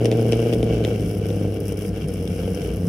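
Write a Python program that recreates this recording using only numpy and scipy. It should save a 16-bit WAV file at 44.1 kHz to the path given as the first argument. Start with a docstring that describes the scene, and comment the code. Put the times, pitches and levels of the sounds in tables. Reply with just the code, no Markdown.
"""Driveway, behind the car: a big cross-plane V8 settles from its fast starting idle into a loping one.
Each firing pops and barks through the exhaust and rasps as hiss at the tailpipes; the hardest ones crack.
As the speed falls the firings grow uneven, the pipes boom and a fine metallic ticking stands out.
Pulse trains on one engine speed drive falling tones, filter resonances and noise bursts; echoes follow."""
import sys
import numpy as np
from scipy import signal
from scipy.fft import rfft, irfft, next_fast_len
from scipy.io import wavfile
from scipy.ndimage import uniform_filter1d

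SR = 44100
rng = np.random.default_rng(int(sys.argv[2]) if len(sys.argv) > 2 else 0)


def inscribe(sig):
    """Save sig as 16-bit PCM at rate SR to the path in sys.argv[1].

    A 1-D sig is mono; a 2-D sig holds one channel per row.
    Samples are clipped to [-1, 1] before scaling.
    """
    pcm = np.round(np.clip(np.atleast_2d(sig).T, -1, 1) * 32767)
    wavfile.write(sys.argv[1], SR, pcm.astype(np.int16))


N = 127008
T = np.arange(N) / SR

# engine speed: time_s, firings_per_s
ENGINE_SPEED = [(0.0, 116.65), (0.32, 116.02), (0.5, 118.2), (0.62, 117.0), (1.12, 103.85), (1.5, 100.94),
                (2.0, 99.28), (2.16, 93.46), (2.5, 93.18), (2.88, 93.54)]
# eight cylinders in firing order: pop_db, rasp_db, lateness_firing_intervals
CYLINDERS = [(-8, -2, .11), (0, 1, -.02), (-3, -1, .01), (-8, -3, .07), (-7, -1, .04), (1, 1, -.02),
             (1, 1, .02), (-8, -2, .07)]
# layer levels following engine load: time_s, firing_tone_db, pop_db, muffler_bark_db, rasp_db
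LOAD = [(0, -18, -15, -24, -41.5), (.28, -18.5, -17, -26, -42), (.45, -20.5, -14, -27, -43.5),
        (.6, -22, -21.5, -25, -43.5), (.85, -19.5, -22, -25, -43.5), (.98, -22, -33.5, -27.5, -46),
        (1.45, -23.5, -28, -28.5, -46.5), (1.7, -27.5, -33, -30.5, -47), (2.0, -27.5, -35.5, -31.5, -45),
        (2.2, -28, -27.5, -33.5, -48), (2.6, -30.5, -33.5, -28.5, -45), (2.88, -24.5, -28, -34, -45.5)]
# unevenness of combustion: time_s, lope_share_0_to_1, pipe_boom_db
LOPE = [(0, 0.28, -35), (.2, 0.22, -28.5), (.5, 0.17, -30.5), (.6, 0.19, -22), (.85, 0.34, -27),
        (.93, 0.92, -27.5), (1.05, 0.73, -25.5), (1.35, 0.76, -30.5), (1.72, 0.84, -31.5),
        (1.95, 0.69, -28.5), (2.3, 1, -28.5), (2.6, 1, -30), (2.88, 0.54, -21)]
# hardest firings: pop_peak_s, pop_db
HARD_FIRINGS = [(.049, -13.5), (.059, -12.5), (.325, -13), (.334, -12), (.462, -13), (.529, -13.5),
                (.538, -16), (.555, -17.5), (.632, -14.5), (.701, -19.5), (.71, -16.5), (.852, -17),
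                (.878, -19), (.924, -25), (.999, -27), (1.144, -29.5), (1.259, -26), (1.305, -23.5),
                (1.365, -24.5), (1.414, -23), (1.457, -22), (1.573, -23), (1.725, -27.5), (2.483, -24.5),
                (2.687, -26.5)]
# harmonics of the firing rate: multiple, level_db
TONE_HARMONICS = [(1, 0), (2, -3.5), (3, -17)]
# low pipe resonances: freq_hz, gain_db
BOOM_RESPONSE = [(20, -51), (33, -25), (45, -10), (58, 10), (78, -4), (100, 0), (135, -3.5), (175, 7),
                 (215, -0.5), (280, -10), (500, -56)]
# muffler resonances: freq_hz, gain_db
BARK_RESPONSE = [(60, -81.5), (120, -8), (170, 5.5), (215, -8), (280, 0), (320, 5), (385, -13), (445, 9.5),
                 (510, -3.5), (570, -16.5), (635, -11), (760, -15), (900, -52), (1300, -56), (3000, -57.5)]
# tailpipe hiss: freq_hz, gain_db
RASP_RESPONSE = [(400, -0.5), (1000, -5), (1550, 5.5), (1800, -12.5), (2050, -2), (2300, 10), (2480, -0.5),
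                 (2750, 8.5), (3150, 6), (3600, -8), (4200, -12), (5400, -2.5), (7000, -14.5),
                 (10000, -12.5), (16000, -21)]
# metallic tick resonances: freq_hz, gain_db
TICK_RESPONSE = [(2000, -2.5), (4300, -38), (5000, 8), (5700, 7), (6700, -8), (7700, -1.5), (9000, 7),
                 (11000, 8.5), (13300, -3), (16000, -5)]
# low ring of a crack: freq_hz, gain_db
LOW_SNAP_RESPONSE = [(300, 8), (1000, -8), (1900, 5.5), (2400, 11), (3100, 13), (4200, 0.5), (7000, -4),
                     (15000, -27)]
# high ring of a crack: freq_hz, gain_db
HIGH_SNAP_RESPONSE = [(1000, -24), (3000, 20), (4200, -7), (5400, 13), (7000, -13), (9000, 8), (15000, -31)]
# engine-bay rush: freq_hz, gain_db
RUSH_RESPONSE = [(800, 0.5), (1550, 0), (2600, -6.5), (15000, -26)]
# stereo balance of the treble: freq_hz, left_over_right_db
TREBLE_BALANCE = [(1000, 2), (2300, -0.5), (3300, 6), (5500, 6.5), (7000, 10), (9000, -4.5), (15000, -4)]
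# booming pipe swells: peak_s, pitch_hz, level_db
CHUGS = [(0.831, 178, -32), (1.228, 180, -31), (1.419, 181, -29), (1.581, 172, -30), (1.895, 170, -17.5),
         (2.049, 160, -20.5), (2.494, 188, -31), (2.802, 172, -33), (2.848, 169, -32)]
# tailpipe cracks: start_s, low_snap_db, high_snap_db
CRACKS = [(.0468, -36, -24.5), (.0558, -17, -16), (.1155, -21, -33), (.1245, -26, -33), (2.618, -30, -33),
          (.3225, -28, -18.5), (.3312, -20, -38), (.527, -39, -27), (.535, -21, -29), (.6288, -25, -29),
          (.8395, -28.5, -33), (.849, -22, -31.5), (.996, -34.5, -36), (1.304, -32, -37), (2.276, -30, -35)]
# base level of the faint ticking: time_s, level_db
TICKING_LEVEL = [(0, -51), (.9, -51), (1.5, -48), (2.05, -47.5), (2.15, -44.5), (2.25, -49), (2.88, -48)]
# clearest ticks: start_s, level_db
CLEAR_TICKS = [(0.959, -40), (1.266, -40), (1.603, -36), (1.821, -43), (2.085, -36), (2.254, -44.5),
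               (2.427, -49), (2.685, -46), (2.738, -42)]
# brief dips of rasp and faint ticking: centre_s, gain_db
LULLS = [(1.592, -6), (1.75, -9.5), (1.911, -9), (2.067, -10), (2.84, -2)]
# echoes from paving, bumper and house: delay_s, louder_side_db, left_over_right_db
ECHOES = [(.0021, -50, -28), (.0047, -16.5, 52), (0.0122, -23, 16), (0.0174, -8, 13), (0.0305, -9, -34)]

FIRST_FIRING_INTERVALS = 0.5417
# at full lope: pop scatter, timing jitter, share of the cylinder pop pattern lost
SCATTER_DB, JITTER_S, PATTERN_FADE_SHARE = 2.5, 0.001, 0.92
RASP_SCATTER_DB = 3.0
# tone: lag; overtone loss and surge at full lope
TONE_LAG_INTERVALS, TONE_FADE_DB, SURGE_DB = 0.33, 7.5, 6.5
# pop: pitch at its peak, cycles to the peak, share the pitch finally sags, log pitch spread at full lope
POP_HZ, POP_CYCLES, POP_SAG_SHARE, POP_SPREAD = 432.5, 1.01, 0.27, 0.23
CHUG_CYCLES = 3
# bark: delay behind the pulse, turbulence decay, turbulence level at no lope, detuning share
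BARK_LAG_S, PUFF_S, SMOOTH_CHURN, RING_SPREAD_SHARE = 0.00062, 0.0099, 0.05, 0.093
RASP_S, RASP_FLOOR, RASP_ALIKE_SHARE = 0.0045, 0.35, 0.23
CRACK_S, CRACK_TAIL_DB, CRACK_TAIL_S = 0.00063, -17.5, 0.01
TICK_S, TICK_FLOOR, TICK_ALIKE_SHARE, TICK_LEFT_DB = 0.0028, 0.2, 0.89, 4.5
TICK_LAG_INTERVALS, TICK_JITTER_S, TICK_SCATTER_DB, TICK_SPREAD_SHARE = 0.37, 0.0025, 5.0, 0.071
FLUTTER_DB, FLUTTER_PER_S, LULL_S = 5.5, 16, 0.018
RUSH_OVER_RASP_DB = -6
EXHAUST_LEFT_DB, LEFT_LAG_S = 0.7, 0.000023
ECHO_LOW_HZ, CEILING, CUTOFF_HZ = 386, 0.54, 15700


def from_db(db):
    """Decibels to gain."""
    return 10 ** (np.asarray(db) / 20)


def lean(left_db):
    """Left and right gains, left_db apart."""
    return from_db(left_db * np.array([[.5], [-.5]]))


def rms_one(x):
    """Scale to unit power."""
    return x / np.sqrt(np.mean(x ** 2) + 1e-20)


def in_time(rows):
    """Each column of a curve at every sample."""
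    s, *columns = np.transpose(rows)
    return [np.interp(T, s, c) for c in columns]


def colour(x, points, balance=0):
    """Causal minimum-phase filter through (Hz, dB) points; balance leans the treble left or right."""
    size = 2 * next_fast_len(N)
    log_hz = np.log(np.maximum(np.arange(size // 2 + 1) * SR / size, 1))
    db = 0
    for weight, curve in ((1, points), (balance, TREBLE_BALANCE)):
        hz, gain_db = np.transpose(curve)
        db = db + weight * np.interp(log_hz, np.log(hz), gain_db)
    # fold the cepstrum onto positive time: minimum phase
    cepstrum = irfft(db * np.log(10) / 20)
    cepstrum[1:size // 2] *= 2
    cepstrum[size // 2 + 1:] = 0
    return irfft(rfft(x, size) * np.exp(rfft(cepstrum)))[:N]


def detuned(points, share, above_hz):
    """Shift the response points above a frequency by a share."""
    return [(hz * (1 + share * (hz > above_hz)), db) for hz, db in points]


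def clicks(s, strength):
    """One impulse at each time."""
    return np.bincount(np.clip(s * SR, 0, N).astype(int), strength, N + 1)[:N]


def die_away(x, decay_s):
    """Give each impulse an exponential tail."""
    return signal.lfilter([1], [1, -np.exp(-1 / (decay_s * SR))], x + 1e-18)


def even(x):
    """Take out slow changes of level."""
    return x / np.sqrt(uniform_filter1d(x ** 2, size=7000) + 1e-12)


def hiss(envelope, points, alike):
    """Stereo noise under an envelope, ringing in a response; alike is the power share common to both sides."""
    shared, *own = rng.standard_normal((3, N))
    alike = np.clip(alike, 0, 1)
    noise = np.sqrt(alike) * shared + np.sqrt(1 - alike) * np.array(own)
    out = np.array([colour(n * envelope, points, side) for n, side in zip(noise, (.5, -.5))])
    return rms_one(out) * np.sqrt(np.mean(envelope ** 2))


def burst(s, hz, cycles, sag=0):
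    """A tone that swells for some cycles, peaks at s and dies away, sagging in pitch."""
    out, rise_s = np.zeros(N), cycles / hz
    span = slice(*np.searchsorted(T, [s - rise_s, s + 5 * rise_s]))
    age = (T[span] - s) / rise_s
    swell = ((1 + age) * np.exp(-age)) ** 3
    turns = cycles * (age - sag * age ** 2 / (2 + abs(age)))
    out[span] = -swell * np.cos(2 * np.pi * turns)
    return out


def flutter():
    """A random treble gain with FLUTTER_PER_S new values a second, joined by straight lines in dB."""
    swing = 2 * rng.random(size=200) - 1
    return from_db(FLUTTER_DB * np.interp(T * FLUTTER_PER_S, np.arange(200), swing))


def lulls():
    """Gain with brief bell-shaped dips."""
    return from_db(sum(db * np.exp(-((T - at) / LULL_S) ** 2) for at, db in LULLS))


def firings(turn, lope, pop_db):
    """Time, pop dB and rasp strength of each firing: a cylinder pattern upset by lope and hard firings."""
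    k = np.arange(int(turn[-1]))
    cylinder_db, rasp_db, late = np.array(CYLINDERS)[k % len(CYLINDERS)].T
    s = np.interp(k + FIRST_FIRING_INTERVALS + late, turn, T)
    uneven = np.interp(s, T, lope)
    strength, timing, grit = np.clip(rng.standard_normal((len(k), 3)), -1.5, 1.5).T
    db = np.interp(s, T, pop_db) + cylinder_db * (1 - PATTERN_FADE_SHARE * uneven)
    db += SCATTER_DB * uneven * strength
    for at, hard_db in HARD_FIRINGS:
        # the firing whose pop peaks nearest
        db[np.argmin(abs(s + POP_CYCLES / POP_HZ - at))] = hard_db
    rasp_db = rasp_db + RASP_SCATTER_DB * (uneven * strength + grit * .5)
    return s + JITTER_S * uneven * timing, db, from_db(rasp_db)


def rush(rasp_db):
    """Smooth noise from the engine bay, following the rasp level."""
    return hiss(from_db(rasp_db + RUSH_OVER_RASP_DB), RUSH_RESPONSE, alike=0.89)


def echoes(x):
    """A few early reflections, weak in the bass, leaning to either side."""
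    bright = signal.sosfilt(signal.butter(2, ECHO_LOW_HZ, "high", fs=SR, output="sos"), x)
    out = 0
    for delay_s, db, left_db in ECHOES:
        delayed = np.interp(T - delay_s, T, bright, left=0)
        out = out + delayed * from_db(db - abs(left_db) / 2) * lean(left_db)
    return out


def ticking(turn, lull):
    """Faint metallic ticks in step with the firings plus clear ones, their top resonances at one of three pitches."""
    k = np.arange(int(turn[-1]))
    s = np.interp(k + FIRST_FIRING_INTERVALS + TICK_LAG_INTERVALS, turn, T)
    size, timing = rng.random((len(s), 2)).T
    s = s + TICK_JITTER_S * (2 * timing - 1)
    level = from_db(in_time(TICKING_LEVEL)[0]) * lull * flutter()
    excess_db = TICK_SCATTER_DB * np.minimum(-np.log(1 - size), 2.7)
    faint = np.interp(s, T, level) * from_db(excess_db)
    clear_s, clear_db = np.transpose(CLEAR_TICKS)
    s, strength = np.r_[s, clear_s], np.r_[faint, from_db(clear_db)]
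    pitch = rng.integers(-1, 2, len(s))
    out = 0
    for step in (-1, 0, 1):
        tails = die_away(clicks(s, strength * (pitch == step)), TICK_S)
        points = detuned(TICK_RESPONSE, TICK_SPREAD_SHARE * step, above_hz=8000)
        out = out + hiss(tails + TICK_FLOOR * level, points, TICK_ALIKE_SHARE)
    return out * lean(TICK_LEFT_DB)


def cracks():
    """The steepest pulses snap, each with its own mix of low and high ring, and leave a short tail."""
    s, low_db, high_db = np.transpose(CRACKS)
    out = 0
    for db, points in ((low_db, LOW_SNAP_RESPONSE), (high_db, HIGH_SNAP_RESPONSE)):
        hits = clicks(s, from_db(db))
        tail = from_db(CRACK_TAIL_DB) * die_away(hits, CRACK_TAIL_S)
        out = out + hiss(die_away(hits, CRACK_S) + tail, points, alike=0.46)
    return out


def rasp(s, strength):
    """Every pulse leaves the tailpipes with a short burst of hiss over a steady floor."""
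    puffs = die_away(clicks(s, strength), RASP_S)
    return hiss(rms_one(puffs + RASP_FLOOR), RASP_RESPONSE, RASP_ALIKE_SHARE)


def chugs():
    """Low swells, when a full charge sets a pipe booming."""
    return sum(from_db(db) * burst(s, hz, CHUG_CYCLES) for s, hz, db in CHUGS)


def boom(s):
    """Firings fuller or leaner than average set the low pipe resonances going."""
    return even(colour(clicks(s, rng.uniform(-0.75, 1, len(s))), BOOM_RESPONSE))


def bark(s, strength, lope):
    """Steep pulse fronts and the turbulence behind them ring through the mufflers, some sharp, some flat."""
    shift = np.clip(np.interp(s, T, lope) * 2 * (2 * rng.random(len(s)) - 1), -1, 1)
    fronts = clicks(s, strength)
    fronts_rms = np.sqrt(np.mean(fronts ** 2))
    churn = rms_one(die_away(fronts, PUFF_S) * rng.standard_normal(N))
    out = colour((lope + SMOOTH_CHURN) * churn, BARK_RESPONSE)
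    for step in (-1, 0, 1):
        # crossfade each front between neighbouring tunings
        share = np.maximum(1 - abs(shift - step), 0)
        points = detuned(BARK_RESPONSE, RING_SPREAD_SHARE * step, above_hz=350)
        out += colour(clicks(s, strength * share) / fronts_rms, points)
    return even(out)


def firing_tone(turn, lope):
    """Pulsing of the gas flow; as firings turn uneven it surges and its overtones fade."""
    every_other = np.arange(0, turn[-1] + 2, 2)
    surge = np.interp(turn, every_other, 2 * rng.random(len(every_other)) - 1)
    phase = 2 * np.pi * (turn - FIRST_FIRING_INTERVALS - TONE_LAG_INTERVALS)
    wave = 0
    for multiple, db in TONE_HARMONICS:
        fade_db = TONE_FADE_DB * lope * (multiple > 1)
        wave = wave + from_db(db - fade_db) * np.cos(multiple * phase)
    return wave * from_db(SURGE_DB * lope * surge)


def pops(s, db, lope):
    """Each firing leaves the pipes as a short falling pop; uneven ones are pitched higher or lower."""
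    hz = POP_HZ * np.exp(POP_SPREAD * np.interp(s, T, lope) * (2 * rng.random(len(s)) - 1))
    peak_s = s + POP_CYCLES / POP_HZ
    return sum(gain * burst(at, f, POP_CYCLES, POP_SAG_SHARE) for at, f, gain in zip(peak_s, hz, from_db(db)))


def scene():
    """Engine layers on one speed and lope; exhaust slightly left, echoes and treble around it."""
    turn = np.cumsum(in_time(ENGINE_SPEED)[0]) / SR  # firings elapsed
    tone_db, pop_db, bark_db, rasp_db = in_time(LOAD)
    lope, boom_db = in_time(LOPE)
    s, firing_db, rasp_strength = firings(turn, lope, pop_db)

    front_strength = from_db(firing_db - np.interp(s, T, pop_db))
    pipes = from_db(bark_db) * bark(s + BARK_LAG_S, front_strength, lope)
    pipes = pipes + from_db(tone_db) * firing_tone(turn, lope)
    pipes = pipes + pops(s, firing_db, lope)
    pipes = pipes + from_db(boom_db) * boom(s) + chugs()
    direct = np.array([np.interp(T - LEFT_LAG_S, T, pipes), pipes]) * lean(EXHAUST_LEFT_DB)

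    lull = lulls()
    treble = rush(rasp_db)
    treble = treble + from_db(rasp_db) * rasp(s, rasp_strength) * flutter() * lull
    treble = treble + cracks() + ticking(turn, lull)
    return direct + echoes(pipes) + treble


def record(dry):
    """Round the highest peaks, cut the top steeply."""
    rounded = dry / (1 + (dry / CEILING) ** 4) ** (1 / 4)
    return signal.sosfilt(signal.ellip(10, .1, 80, CUTOFF_HZ, fs=SR, output="sos"), rounded)


dry = scene()
out = record(dry)
inscribe(out)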